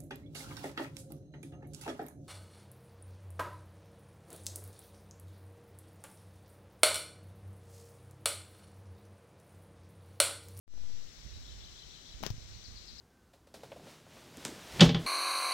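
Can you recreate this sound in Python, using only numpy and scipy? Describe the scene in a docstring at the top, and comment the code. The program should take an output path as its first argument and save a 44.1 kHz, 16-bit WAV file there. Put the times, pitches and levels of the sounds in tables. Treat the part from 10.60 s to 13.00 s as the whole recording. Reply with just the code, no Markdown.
"""Quiet forest lake

Leaves hiss over a bed of open air, and a light breeze rumbles on the microphone. A distant songbird
sings two phrases, a warble and a row of falling chips, and the trees echo them. Three quick dry knocks
and a short scuff land close on the left, most likely a hand shifting on the camera, whose body thumps.
The recorder fades in with a few soft ticks."""
import sys
import numpy as np
from scipy import signal
from scipy.fft import rfft, irfft, next_fast_len
from scipy.io import wavfile
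from scipy.ndimage import uniform_filter1d, map_coordinates

SR = 44100
rng = np.random.default_rng(int(sys.argv[2]) if len(sys.argv) > 2 else 0)


def file_out(sig):
    """Save sig as 16-bit WAV at sys.argv[1]."""
    # one column per channel
    cols = np.atleast_2d(sig).T
    # limit, then scale
    lim = np.clip(cols, -1, 1)
    pcm = np.round(lim * 32767).astype(np.int16)
    wavfile.write(sys.argv[1], SR, pcm)


N = 105840
T = np.arange(N) / SR

# Colour of the open air: freq_hz, density_db_per_hz
AIR_COLOUR = [(40, -113), (130, -87.5), (280, -91), (500, -95), (900, -99.5), (2000, -99), (2700, -102),
              (5500, -104.5), (6900, -105.5), (7700, -103), (8400, -108), (8750, -114), (10000, -113.5),
              (13200, -117), (14000, -113.5), (15700, -114)]
# How alike the air is left and right: freq_hz, correlation
AIR_CORRELATION = [(150, 0.59), (300, 0.51), (650, 0.16), (1400, 0)]
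# Colour of the leaves at their fullest: freq_hz, density_db_per_hz
LEAF_COLOUR = [(600, -120), (1300, -103), (2000, -96), (2650, -95.5), (3300, -92), (4000, -87.5),
               (4750, -90), (5500, -87.5), (6000, -87), (6400, -93.5), (7700, -97), (8400, -118),
               (13200, -126), (14200, -112), (15700, -121)]
# Slow swell of the leaves: time_s, gain_db
LEAF_SWELL = [(.1, -3.5), (.33, -1.2), (.6, -0.4), (.8, -0.5), (1.2, -1.5), (1.6, -0.5), (1.9, 0),
              (2.4, -1.5)]
# Colour of the breeze on the microphone: freq_hz, gain_db
RUMBLE_COLOUR = [(15, -10.5), (30, -1.5), (50, 5), (80, -2.5), (120, -8), (170, -19.5), (280, -26.5),
                 (450, -54), (700, -71)]
# Rise and fall of the rumble, ahead of its trim: time_s, left_db, right_db
GUSTS = [(.15, -47, -53.5), (.33, -52.5, -50.5), (.55, -54.5, -53), (.63, -56, -49.5), (.67, -55, -42.5),
         (.71, -56, -44.5), (.77, -50, -43.5), (.84, -53, -54), (.92, -51.5, -47.5), (1.08, -55.5, -54),
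         (1.15, -58, -54.5), (1.48, -55.5, -56.5), (1.55, -59, -44), (1.61, -52, -48), (1.80, -49, -39.5),
         (1.891, -54, -50.5), (1.959, -61, -41), (2.04, -56, -50.5), (2.11, -57, -42), (2.18, -59, -50.5),
         (2.40, -51.5, -55.5)]
# Switch-on ticks: start_s, level_db
STARTUP_TICKS = [(.079, -48.5), (.139, -44), (.179, -41), (.239, -43), (.298, -44), (.464, -49)]
# Thumps of the camera body: start_s, level_db, pitch_hz, t60_s, lean_left_db
BODY_THUMPS = [(.648, -38.5, 80.6, .09, -16), (0.663, -37, 120, 0.071, -18), (1.545, -34, 60.5, 0.066, -14),
               (1.607, -35.5, 310, 0.012, 24), (1.620, -39, 242.4, 0.1, 17), (1.7038, -21, 108, 0.049, 24),
               (1.711, -28, 83, 0.067, -18), (1.741, -33.5, 109, 0.074, 20), (1.782, -29.5, 48.5, .06, -14),
               (2.084, -40, 55.3, 0.058, -14), (2.122, -41, 74, 0.047, -14)]
# Two short bird notes, later a row of falling chips:
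# start_s, length_s, start_hz, end_hz, level_db, lean_left_db, roughness
CHIP_NOTES = [(.682, 0.033, 4700, 3720, -57.5, 3, .3), (0.732, 0.023, 3900, 3980, -53, 6, 0.038),
              (1.923, 0.031, 5400, 3670, -52, 22, 0.86), (2.038, 0.034, 5500, 3750, -47, 18, 0.88),
              (2.157, .032, 5200, 3584, -46, 17, 0.782), (2.269, 0.035, 5500, 3653, -45, 17, 0.77),
              (2.380, 0.03, 5500, 3720, -43, 17, .8)]
# Syllables of the warble: start_s, level_db
WARBLE_PHRASE = [(.813, -55.5), (.965, -53.5), (1.114, -53.5), (1.265, -54.5), (1.416, -54.5)]
# Contour of one syllable: offset_s, pitch_hz, gain_db
SYLLABLE_SHAPE = [(.005, 4800, -29), (.011, 4458, -7), (.018, 4044, -8), (.026, 3397, -27),
                  (.034, 3148, -8), (.046, 3518, 2), (.051, 4132, -3), (.056, 4917, -5.5),
                  (.060, 4910, -11), (.066, 3253, -24), (.076, 3520, -10), (.080, 3986, 2), (.085, 4104, 0),
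                  (.089, 3404, -9), (.095, 3030, 1.5), (.101, 2900, -24)]
# Reverb time among the trees: freq_hz, t60_s
FOREST_DECAY = [(2000, 0.95), (4000, 0.98), (8000, 0.8)]
# Contacts that cluster into three knocks:
# start_s, spike_db, crackle_db, crackle_t60_s, push_db, push_hz, push_t60_s, lean_left_db
CONTACTS = [(1.6290, -50, -35, 0.015, -53, 500, .004, 20),
            (1.6305, -48, -50, 0.0036, -24.5, 660, 0.0052, 30),
            (1.6354, -23, -36.5, .004, -20.5, 490, 0.0064, 29),
            (1.6367, -18.5, -33.5, 0.0066, -15.5, 840, 0.0034, 35),
            (1.6646, -21, -25.5, 0.0093, -21, 417, 0.0059, 34),
            (1.6658, -32, -36, .005, -45, 1670, 0.0017, 30),
            (1.7027, -31.5, -35, 0.029, -36.5, 950, 0.0061, 19)]
# Colour of a contact's attack: freq_hz, gain_db
SPIKE_COLOUR = [(300, -1), (1000, -0.5), (2200, 0.5), (3500, -6), (6000, -5.5), (7300, -20), (8500, -32),
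                (10500, -36), (12500, -14), (14500, -9), (15800, -26)]
# Colour of a contact's crackle: freq_hz, gain_db
CRACKLE_COLOUR = [(300, -4), (1000, -0.5), (2200, -13), (3300, 1.5), (4500, -2.5), (6000, 2), (7500, -13.5),
                  (10000, -23.5), (12500, -16.5), (14500, -12), (15800, -20)]
# Colour of the rubbing hand: freq_hz, gain_db
SCUFF_COLOUR = [(60, -6), (160, 6.5), (500, -9), (1260, -6.5), (2000, -12), (2900, -9.5), (4500, -14),
                (5800, -11), (7800, -25), (9000, -35.5), (12000, -29.5), (14200, -26), (15600, -23)]


def amp(db):
    """Decibels to gain."""
    return 10 ** (np.asarray(db) / 20)


def unit(x):
    """Scale to rms 1."""
    return x / np.sqrt(np.mean(x ** 2) + 1e-20)


def along(points, hz):
    """Read a curve of (freq_hz, value) points on a log frequency axis."""
    freqs, values = np.transpose(points)
    return np.interp(np.log(hz + 1), np.log(freqs + 1), values)


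def wobble(rate_hz):
    """A smooth random modulator."""
    return map_coordinates(rng.standard_normal(int(N * rate_hz / SR) + 4), [T * rate_hz])


def filtered(x, response):
    """EQ x with a gain that is a function of frequency."""
    size = next_fast_len(N + SR // 2)
    return irfft(rfft(x, size) * response(np.fft.rfftfreq(size, 1 / SR)), size)[..., :N]


def noise(colour):
    """Coloured noise of rms 1."""
    return unit(filtered(rng.standard_normal(N), lambda hz: amp(along(colour, hz))))


def patchy_noise(depth_db):
    """Two noises near 0 dB per Hz that shimmer in random patches of time and frequency."""
    bins = signal.stft(rng.standard_normal((2, N)), nperseg=512)[2]
    patches = uniform_filter1d(rng.standard_normal(bins.shape[1:]), size=6, axis=0)
    patches = unit(uniform_filter1d(patches, size=14, axis=1))
    return np.sqrt(SR / 2) * signal.istft(bins * amp(depth_db * patches), nperseg=512)[1][:, :N]


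def pan(x, lean_db):
    """Place a sound by turning down the far side; positive leans left."""
    return x * amp([[min(lean_db, 0)], [min(-lean_db, 0)]])


def decay(start_s, t60_s):
    """An envelope with an instant attack and an exponential tail."""
    return (T >= start_s) * np.exp(-np.log(1000) * np.maximum(T - start_s, 0) / t60_s)


def ring(start_s, hz, t60_s):
    """A struck, damped sine."""
    return decay(start_s, t60_s) * np.sin(2 * np.pi * hz * (T - start_s))


def open_air():
    """An even outdoor bed, narrower in the bass and fully wide in the treble."""
    def mid_side_eq(hz):
        width = np.arccos(np.clip(along(AIR_CORRELATION, hz), -1, 1)) / 2
        return amp(along(AIR_COLOUR, hz)) * [np.cos(width), np.sin(width)]
    mid, side = filtered(patchy_noise(depth_db=0.43), mid_side_eq)
    return np.array([mid + side, mid - side])


def leaves():
    """Leaves rustle on the left, a gently swelling hiss."""
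    hiss = filtered(patchy_noise(depth_db=1.1), lambda hz: amp(along(LEAF_COLOUR, hz)))
    swell = amp(np.interp(T, *np.transpose(LEAF_SWELL)))
    return pan(hiss * swell, lean_db=18)


def breeze(lumpy_db=2, trim_db=-1.5):
    """Low buffeting and handling rumble, independent on each side and gustier on the right."""
    times, *sides = np.transpose(GUSTS)
    gusts = np.array([amp(np.interp(T, times, db) + trim_db) for db in sides])
    rumble = [unit(noise(RUMBLE_COLOUR) * amp(lumpy_db * wobble(15))) for _ in sides]
    return gusts * rumble


def switch_on(age_s, settle_s=.43, drift_db=-29.5):
    """The left input ticks while its DC offset swells and settles."""
    drift = amp(drift_db) * np.sin(np.pi * np.minimum(age_s / settle_s, 1))
    ticks = sum(amp(db) * decay(start, t60_s=0.03) for start, db in STARTUP_TICKS)
    return pan(drift - ticks, lean_db=36)


def body_thumps():
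    """The handled camera body rings in low, short thumps."""
    return sum(pan(amp(db) * ring(start, hz, t60), lean) for start, db, hz, t60, lean in BODY_THUMPS)


def bird_voice(pitch_hz, roughness):
    """A whistle on a pitch curve; fast pitch jitter gives it rasp."""
    jitter = 1 + .085 * roughness * wobble(rate_hz=1100)
    return np.sin(2 * np.pi * np.cumsum(pitch_hz * jitter) / SR)


def forest_reverb(x):
    """The trees scatter sound into a diffuse tail, different at each ear."""
    hz, t, bins = signal.stft(rng.standard_normal((2, SR)), SR, nperseg=256)
    damping = amp(-60 * t / along(FOREST_DECAY, hz)[:, None])
    tail = signal.istft(bins * damping, SR, nperseg=256)[1]
    return signal.fftconvolve(x, tail / np.linalg.norm(tail[0]), axes=1)[:, :N]


def shore_echo(x, delay_s=.028):
    """A single slap off the left shore, heard on that side only."""
    return np.array([np.interp(T - delay_s, T, x), np.zeros(N)])


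def bird_chips(reverb_db=2, shore_db=-20):
    """Quick whistled glides: two ahead of the warble, then a swelling row of raspy falling chips."""
    out = np.zeros((2, N))
    for start, length, start_hz, end_hz, db, lean, roughness in CHIP_NOTES:
        progress = np.clip((T - start) / length, 0, 1)
        glide_hz = start_hz * (end_hz / start_hz) ** (progress ** 0.99)
        envelope = amp(db) * np.sqrt(np.abs(np.sin(np.pi * progress)))
        direct = pan(envelope * bird_voice(glide_hz, roughness), lean)
        out += direct + amp(reverb_db) * forest_reverb(direct) + amp(shore_db) * shore_echo(direct[0])
    return out


def bird_warble(reverb_db=4, shore_db=3.5):
    """The bird repeats one zigzagging syllable, and the shore throws it back strongly."""
    out = np.zeros((2, N))
    offsets, pitch_hz, gain_db = np.transpose(SYLLABLE_SHAPE)
    for start, db in WARBLE_PHRASE:
        envelope = amp(db + np.interp(T - start, offsets, gain_db, left=-np.inf, right=-np.inf))
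        call = envelope * bird_voice(np.interp(T - start, offsets, pitch_hz), roughness=0.1203)
        direct = pan(call, lean_db=5.5)
        out += direct + amp(reverb_db) * forest_reverb(direct) + amp(shore_db) * shore_echo(call)
    return out


def spike(colour, size=1024):
    """The tightest transient with this colour: a minimum-phase pulse of peak 1."""
    cepstrum = irfft(np.log(amp(along(colour, np.fft.rfftfreq(size, 1 / SR)))))
    cepstrum[1:size // 2] *= 2
    cepstrum[size // 2 + 1:] = 0
    pulse = irfft(np.exp(rfft(cepstrum)))
    return pulse / np.abs(pulse).max()


def knocks():
    """Each contact of the hand layers a sharp spike and a brief crackle on a push of pressure."""
    out, pulse = np.zeros((2, N)), spike(SPIKE_COLOUR)
    for start, spike_db, crackle_db, crackle_t60, push_db, push_hz, push_t60, lean in CONTACTS:
        attack = amp(spike_db) * np.pad(pulse, (round(start * SR), N))[:N]
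        crackle = amp(crackle_db) * noise(CRACKLE_COLOUR) * decay(start, crackle_t60)
        push = amp(push_db) * ring(start, push_hz, push_t60)
        out += pan(attack + crackle + push, lean)
    return out


def scuff(start_s=1.635, peak_s=1.668, rise_db_per_s=148, fall_db_per_s=526, level_db=-37, grain_db=2):
    """Grainy rubbing that swells up to the second knock and lets go."""
    past_peak = T - peak_s
    stroke = (T > start_s) * amp(np.minimum(rise_db_per_s * past_peak, -fall_db_per_s * past_peak))
    friction = unit(noise(SCUFF_COLOUR) * amp(grain_db * wobble(900)))
    return pan(amp(level_db) * stroke * friction, lean_db=35)


def scene():
    """The stereo mix at the microphone: ambience, distant bird and close handling."""
    ambience = open_air() + leaves() + breeze()
    songbird = bird_warble() + bird_chips()
    handling = body_thumps() + knocks() + scuff()
    return ambience + songbird + handling


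def record(dry, open_s=0.069, fade_s=0.1, top_hz=15850):
    """The input fades up, ticks as it settles and passes nothing above its band limit."""
    age_s = np.maximum(T - open_s, 0)
    fade_in = (1 - np.exp(-age_s / fade_s)) ** 1.17
    return filtered(dry * fade_in + switch_on(age_s), lambda hz: hz < top_hz)


dry = scene()
out = record(dry)
file_out(out)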